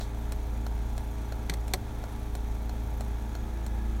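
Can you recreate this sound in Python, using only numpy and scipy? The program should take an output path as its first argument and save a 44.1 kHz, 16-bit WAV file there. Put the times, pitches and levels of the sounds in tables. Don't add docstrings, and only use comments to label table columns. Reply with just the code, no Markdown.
import sys
import numpy as np
from scipy import signal
from scipy.fft import rfft, irfft, next_fast_len
from scipy.io import wavfile
from scipy.ndimage import uniform_filter1d, map_coordinates

SR = 44100
rng = np.random.default_rng(int(sys.argv[2]) if len(sys.argv) > 2 else 0)


def dump(signal):
    limited = np.clip(np.atleast_2d(signal).T, -1, 1)
    pcm = np.round(limited * 32767).astype(np.int16)
    wavfile.write(sys.argv[1], SR, pcm)


N = 176400

# t/s, height
HEIGHT = [(3.05, 0.099), (3.55, 0.9)]
# t/s, f/Hz
FIRING_RATE = [(0.0, 26.19), (0.1, 27.14), (0.25, 28.19), (0.68, 28.25), (0.88, 27.35), (1.17, 28.22),
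               (1.36, 28.77), (1.6, 28.04), (1.75, 28.9), (1.87, 29.32), (2.2, 28.58), (2.45, 27.83),
               (2.8, 28.23), (3.15, 28.4), (3.35, 28.76), (3.6, 28.13), (3.85, 28.0), (4.0, 27.94)]
# t/s, level/dB
BOOM_LEVEL = [(0.05, -34), (0.84, -30.5), (0.91, -33), (1.42, -34.5), (1.58, -31.5), (1.73, -33),
              (1.81, -38), (2.0, -37.5), (2.06, -38.5), (2.42, -32), (3.17, -32), (3.36, -35),
              (3.86, -29.5), (3.95, -29.5)]
# multiple of the firing rate, level/dB
ENGINE_HARMONICS = [(1, -47), (3, -48.5), (4, -76), (5, -67.5), (6, -63.5), (7, -57), (8, -58.5),
                    (12, -65.5)]
ENGINE_HARMONICS_ABOVE = [(7, -56), (8, -52)]
# f/Hz, relative level/dB
RUMBLE_SPECTRUM = [(20, -7), (27, 5.5), (42, 3), (50, 3.5), (68, -14), (95, -6), (125, -13), (200, -13),
                   (260, -14), (400, -21.5), (450, -25), (700, -42.5)]
VALVE_SPECTRUM = [(1500, -20), (3500, -4.5), (4900, -11), (6000, 1.5), (6600, -4), (7300, -14),
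                  (8500, -2.5), (10000, -2), (10400, -9), (11400, -0.5), (12600, -2), (13500, -11),
                  (14300, -3), (14800, -13), (15400, -1), (16000, -21)]
# f/Hz, width/Hz, base level/dB, t/s of the swell's peak
SQUEAK_BANDS = [(5970, 250, -80, 1.3), (6710, 220, -74.5, 3.43), (6920, 170, -80, 0.65),
                (8550, 300, -82, 1.2), (10720, 180, -78, 2.1), (11700, 380, -80, .25),
                (12000, 160, -75, 2.9), (12500, 250, -82, 1.9), (14850, 280, -83, 1.0)]
# multiple of the turning rate, level/dB
FAN_HARMONICS = [(1, -51.5), (2, -51), (3, -44.5), (5, -62), (6, -52.5), (7, -58.5), (8, -53.5), (9, -77.5),
                 (11, -54), (12, -68), (13, -66), (14, -65), (16, -70.5), (17, -60.5), (19, -67),
                 (20, -60.5), (22, -63), (23, -58), (25, -62), (31, -65.5)]
FAN_HARMONICS_ABOVE = [(9, -51.5), (34, -65), (42, -77), (45, -63.5), (46, -81), (47, -69.5)]
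# f/Hz, relative level/dB
AIR_SPECTRUM = [(250, -7.5), (420, -11), (453, -9.5), (520, -2), (570, -11), (634, -4), (770, -5.5),
                (860, -4.5), (960, -5), (1090, -12), (1170, -12.5), (1240, -11.5), (1380, -8.5),
                (1510, -13), (1680, -11), (1870, -16), (2140, -14.5), (2550, -17), (2880, -23.5),
                (3380, -17), (4350, -23), (4950, -29), (6000, -23), (7250, -28), (10100, -37), (12200, -54),
                (15100, -46), (16000, -48)]
# f/Hz, width/Hz, level/dB
WHINE_BANDS = [(335, 30, -58.5), (818, 60, -60.5), (1640, 150, -67)]
# t/s, level/dB
RUSTLE_EVENTS = [(0.002, -48.5)]
# f/Hz, relative level/dB
RUSTLE_SPECTRUM = [(1000, -5), (1700, -2), (2700, -14), (3900, 1.5), (5000, -6), (7500, -7.5), (12000, -21)]
# t/s, snap level/dB, panel level/dB, tilt/(dB per octave)
PULL_INS = [(.3213, -36.5, -35.5, 0), (.9788, -39, -39.5, -0.5), (1.68, -41, -42, -1),
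            (2.3518, -39, -36, -1), (3.0078, -40, -35, -1), (3.6637, -40.5, -45, 1)]
# t/s, snap level/dB, panel level/dB
RELEASES = [(.010, -43.5, -38), (0.665, -41.5, -34), (1.3223, -43.5, -35.5), (2.0384, -44, -35),
            (2.6938, -43.5, -38), (3.3512, -42, -41)]
# f/Hz, relative level/dB
PULL_IN_SPECTRUM = [(400, -13), (900, -3), (1400, 3.5), (2000, 2), (3000, -1), (3750, -1), (4200, 4),
                    (4750, -12), (5450, 4.5), (6400, -6), (7000, 1), (7450, 6), (7900, 0), (8250, 4),
                    (9200, -0.5), (12800, -9), (13700, -1), (14150, -9), (14900, -3), (16000, -6)]
RELEASE_SPECTRUM = [(400, -19), (950, 4), (1150, -9), (1400, 11.5), (2200, -6), (3000, -3), (3750, -6),
                    (4250, 7), (4800, -11), (5500, -1), (7250, -6), (10000, -14), (13300, -10), (14000, -7),
                    (16000, -17)]
# f/Hz, relative level/dB, T60/s
FRAME_MODES = [(4220, -8, 0.023), (7400, -13, .02)]
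PANEL_MODES = [(610, -3, 0.026), (692, 2, 0.033), (754, -5, 0.022), (990, -3.5, .02), (1380, -10, 0.022)]
# t/s, snap level/dB, chatter/s, column level/dB, thud level/dB, tilt/(dB per octave)
DETENTS = [(1.4963, -26, 0.003, -43, -30, -1), (1.5183, -38, 0.0018, -46, -49, -3.5),
           (1.5255, -44, .002, -36, -52, -5), (1.5375, -29.5, 0.001, -44, -49, 2),
           (1.736, -17, 0.0013, -25.5, -35, 1.5)]
# f/Hz, relative level/dB
DETENT_SPECTRUM = [(300, -6), (1050, -6), (1400, -10), (1700, 4.5), (2200, 7), (2500, -2), (2820, -7),
                   (3200, 0), (3650, 4), (3900, -3), (4280, 7), (4900, -6.5), (5700, -3.5), (6150, 1),
                   (6700, -5), (7300, -6.5), (8080, -1), (8750, -6.5), (9150, -0.5), (9650, -13),
                   (11000, -10.5), (12300, -6), (13900, -17), (14500, -14), (16000, -25)]
# f/Hz, relative level/dB, T60/s
COLUMN_MODES = [(366, -1.5, 0.08), (554, -6.5, 0.094), (614, -6.5, 0.078), (746, 1, 0.04), (775, 0, 0.043),
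                (1045, 1, 0.034), (1127, -3.5, 0.038), (1293, -10.5, 0.056)]
LEVER_MODES = [(164, 0.5, 0.1), (226, -6, 0.063), (268, -5, 0.09), (332, -3, 0.075)]
# f/Hz, T60/s
CABIN_DECAY = [(200, 0.066), (2000, 0.044), (12000, 0.078)]

FAN_HZ, TOP_HZ = 37.2, 16000
RUMBLE_DB, AIR_DB, VALVE_DB = -42.5, -50, -66
FAN_ABOVE_DB, VALVE_ABOVE_DB, SQUEAK_ABOVE_DB = -2.5, -5, -2
FLUTTER_DB, VALVE_PULSE_DB, VALVE_SCATTER_DB = 1.0, 4.5, 1.5
SQUEAK_PULSE_DB, SQUEAK_SCATTER_DB = 4.5, 4.5
SWELL_DB, SWELL_S = 9, 0.15
SETTLE_DB, SETTLE_T60 = -7, 0.025
PANEL_SCATTER = 0.035


def amp(db):
    return 10 ** (np.asarray(db) / 20)


def unit(x):
    return x / np.sqrt(np.mean(x ** 2) + 1e-20)


def along(points, hz):
    f, v = np.transpose(points)
    return np.interp(np.log(hz + 1), np.log(f + 1), v)


def curve(rows):
    return np.interp(np.arange(N) / SR, *np.transpose(rows))


def wobble(rate):
    knots = rng.standard_normal(int(N * rate / SR) + 4)
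    at = np.arange(0, len(knots) - 1, .125)
    return np.interp(np.arange(N) * rate / SR, at, map_coordinates(knots, [at]))


def noise(spectrum, tilt_db=0, size=N):
    hz = np.fft.rfftfreq(size, 1 / SR)
    gain = amp(along(spectrum, hz) + tilt_db * np.log2(hz + 1))
    return unit(irfft(gain * np.exp(2j * np.pi * rng.random(len(hz))), size))


def partial(turns):
    return np.sqrt(2) * np.cos(2 * np.pi * turns)


def narrow_band(hz, width):
    envelope = wobble(width) + 1j * wobble(width)
    return np.real(envelope * np.exp(2j * np.pi * hz * np.arange(N) / SR))


def engine():
    firings = np.cumsum(curve(FIRING_RATE)) / SR
    height = curve(HEIGHT)
    boom = amp(curve(BOOM_LEVEL)) * partial(2 * firings)
    orders = sum(amp(db + 1.5 * wobble(6)) * partial(k * firings) for k, db in ENGINE_HARMONICS)
    orders += height * sum(amp(db) * partial(k * firings) for k, db in ENGINE_HARMONICS_ABOVE)
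    hiss = noise(VALVE_SPECTRUM)
    pulses = amp(VALVE_PULSE_DB * partial(firings) + VALVE_SCATTER_DB * wobble(30.4))
    valves = amp(VALVE_DB + VALVE_ABOVE_DB * height) * unit(hiss * pulses)
    squeaks = amp(SQUEAK_ABOVE_DB * height) * squeak(firings)
    return boom + orders + amp(RUMBLE_DB) * noise(RUMBLE_SPECTRUM) + valves + squeaks


def squeak(firings):
    t = np.arange(N) / SR
    out = np.zeros(N)
    for hz, width, db, peak_s in SQUEAK_BANDS:
        swell_db = SWELL_DB / (1 + ((t - peak_s) / SWELL_S) ** 2)
        pulse_db = SQUEAK_PULSE_DB * partial(firings + .12 * wobble(8))
        catch_db = SQUEAK_SCATTER_DB * np.minimum(wobble(25), 1.6)
        out += amp(db + swell_db) * unit(amp(pulse_db + catch_db)) * narrow_band(hz, width)
    return out


def hum(orders, turns):
    return sum(amp(db + 1.2 * wobble(7.16)) * partial(k * turns + rng.random() + .03 * wobble(11))
               for k, db in orders)


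def fan():
    turns = FAN_HZ * np.arange(N) / SR + 0.0079 * wobble(3.15)
    height = curve(HEIGHT)
    air = unit(noise(AIR_SPECTRUM) * amp(FLUTTER_DB * partial(2 * turns) + 0.54 * wobble(25.22)))
    whine = hum(FAN_HARMONICS_ABOVE, turns)
    whine += sum(amp(db) * narrow_band(hz, width) for hz, width, db in WHINE_BANDS)
    tones = amp(FAN_ABOVE_DB * height) * hum(FAN_HARMONICS, turns)
    return tones + height * whine + amp(AIR_DB) * air


def burst(spectrum, tilt_db, attack_s, hold_s, t60):
    t = np.arange(SR // 8) / SR
    hz = np.fft.rfftfreq(len(t), 1 / SR)
    after = np.maximum(t - hold_s, 0)
    decay = np.maximum(amp(-60 * after / t60), amp(SETTLE_DB - 60 * after / SETTLE_T60))
    envelope = np.minimum(t / attack_s, 1) * decay
    raw = rfft(envelope * noise(spectrum, tilt_db, size=len(t)))
    colour = amp(along(spectrum, hz) + tilt_db * np.log2(hz + 1))
    smooth = lambda gain: np.sqrt(np.abs(uniform_filter1d(np.abs(gain) ** 2, size=70)) + 1e-20)
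    sound = irfft(raw * smooth(colour) / smooth(raw), len(t)) * (t < t[-1] / 2)
    return sound * np.linalg.norm(envelope) / np.linalg.norm(sound)


def add(track, s, sound):
    part = track[max(round(s * SR), 0):][:len(sound)]
    part += sound[:len(part)]


def rustle():
    out = np.zeros(N)
    for s, db in RUSTLE_EVENTS:
        add(out, s, amp(db) * burst(RUSTLE_SPECTRUM, 0, attack_s=0.0034, hold_s=0.02, t60=0.21))
    return out


def ring(modes, attack_s, scatter=0):
    t = np.arange(SR // 8) / SR
    out = np.zeros(len(t))
    for hz, db, t60 in modes:
        decay = amp(db + rng.normal() - 60 * t / t60)
        pitch = hz * (1 + scatter * rng.normal())
        out += decay * np.sin(2 * np.pi * pitch * t)
    return (1 - np.exp(-t / attack_s)) * out


def relay():
    out = np.zeros(N)
    knock = lambda db: amp(db) * ring(PANEL_MODES, attack_s=0.00083, scatter=PANEL_SCATTER)
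    for s, snap_db, panel_db, tilt_db in PULL_INS:
        tick = burst(PULL_IN_SPECTRUM, tilt_db, attack_s=0.0005, hold_s=0.0018, t60=0.011)
        tick += ring(FRAME_MODES, attack_s=0.0004)
        add(out, s, amp(snap_db) * tick + knock(panel_db))
    for s, snap_db, panel_db in RELEASES:
        tock = burst(RELEASE_SPECTRUM, 0, attack_s=0.00018, hold_s=0.0027, t60=0.014)
        tock += ring(FRAME_MODES, attack_s=0.0003)
        add(out, s, amp(snap_db) * tock + knock(panel_db))
    return out


def stalk():
    out = np.zeros(N)
    for s, snap_db, chatter_s, column_db, thud_db, tilt_db in DETENTS:
        crack = burst(DETENT_SPECTRUM, tilt_db, attack_s=0.0016, hold_s=chatter_s, t60=0.0081)
        column = ring(COLUMN_MODES, attack_s=0.0035)
        thud = ring(LEVER_MODES, attack_s=0.0025)
        add(out, s, amp(snap_db) * crack + amp(column_db) * column + amp(thud_db) * thud)
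    return out


def cabin(x):
    hz, t, spectra = signal.stft(rng.standard_normal(SR // 4), SR, nperseg=128)
    decay = amp(-60 * t / along(CABIN_DECAY, hz)[:, None])
    tail = signal.istft(spectra * decay, SR, nperseg=128)[1]
    response = np.pad(tail / np.linalg.norm(tail), (SR // 300, 0))
    return signal.fftconvolve(x, response)[:N]


def scene():
    transients = relay() + stalk() + rustle()
    return (engine() + fan() + transients + amp(-12.5) * cabin(transients))[None]


def record(dry):
    size = next_fast_len(N + SR // 2)
    passband = np.fft.rfftfreq(size, 1 / SR) < TOP_HZ
    return irfft(rfft(dry, size) * passband, size)[:, :N]


dry = scene()
out = record(dry)
dump(out)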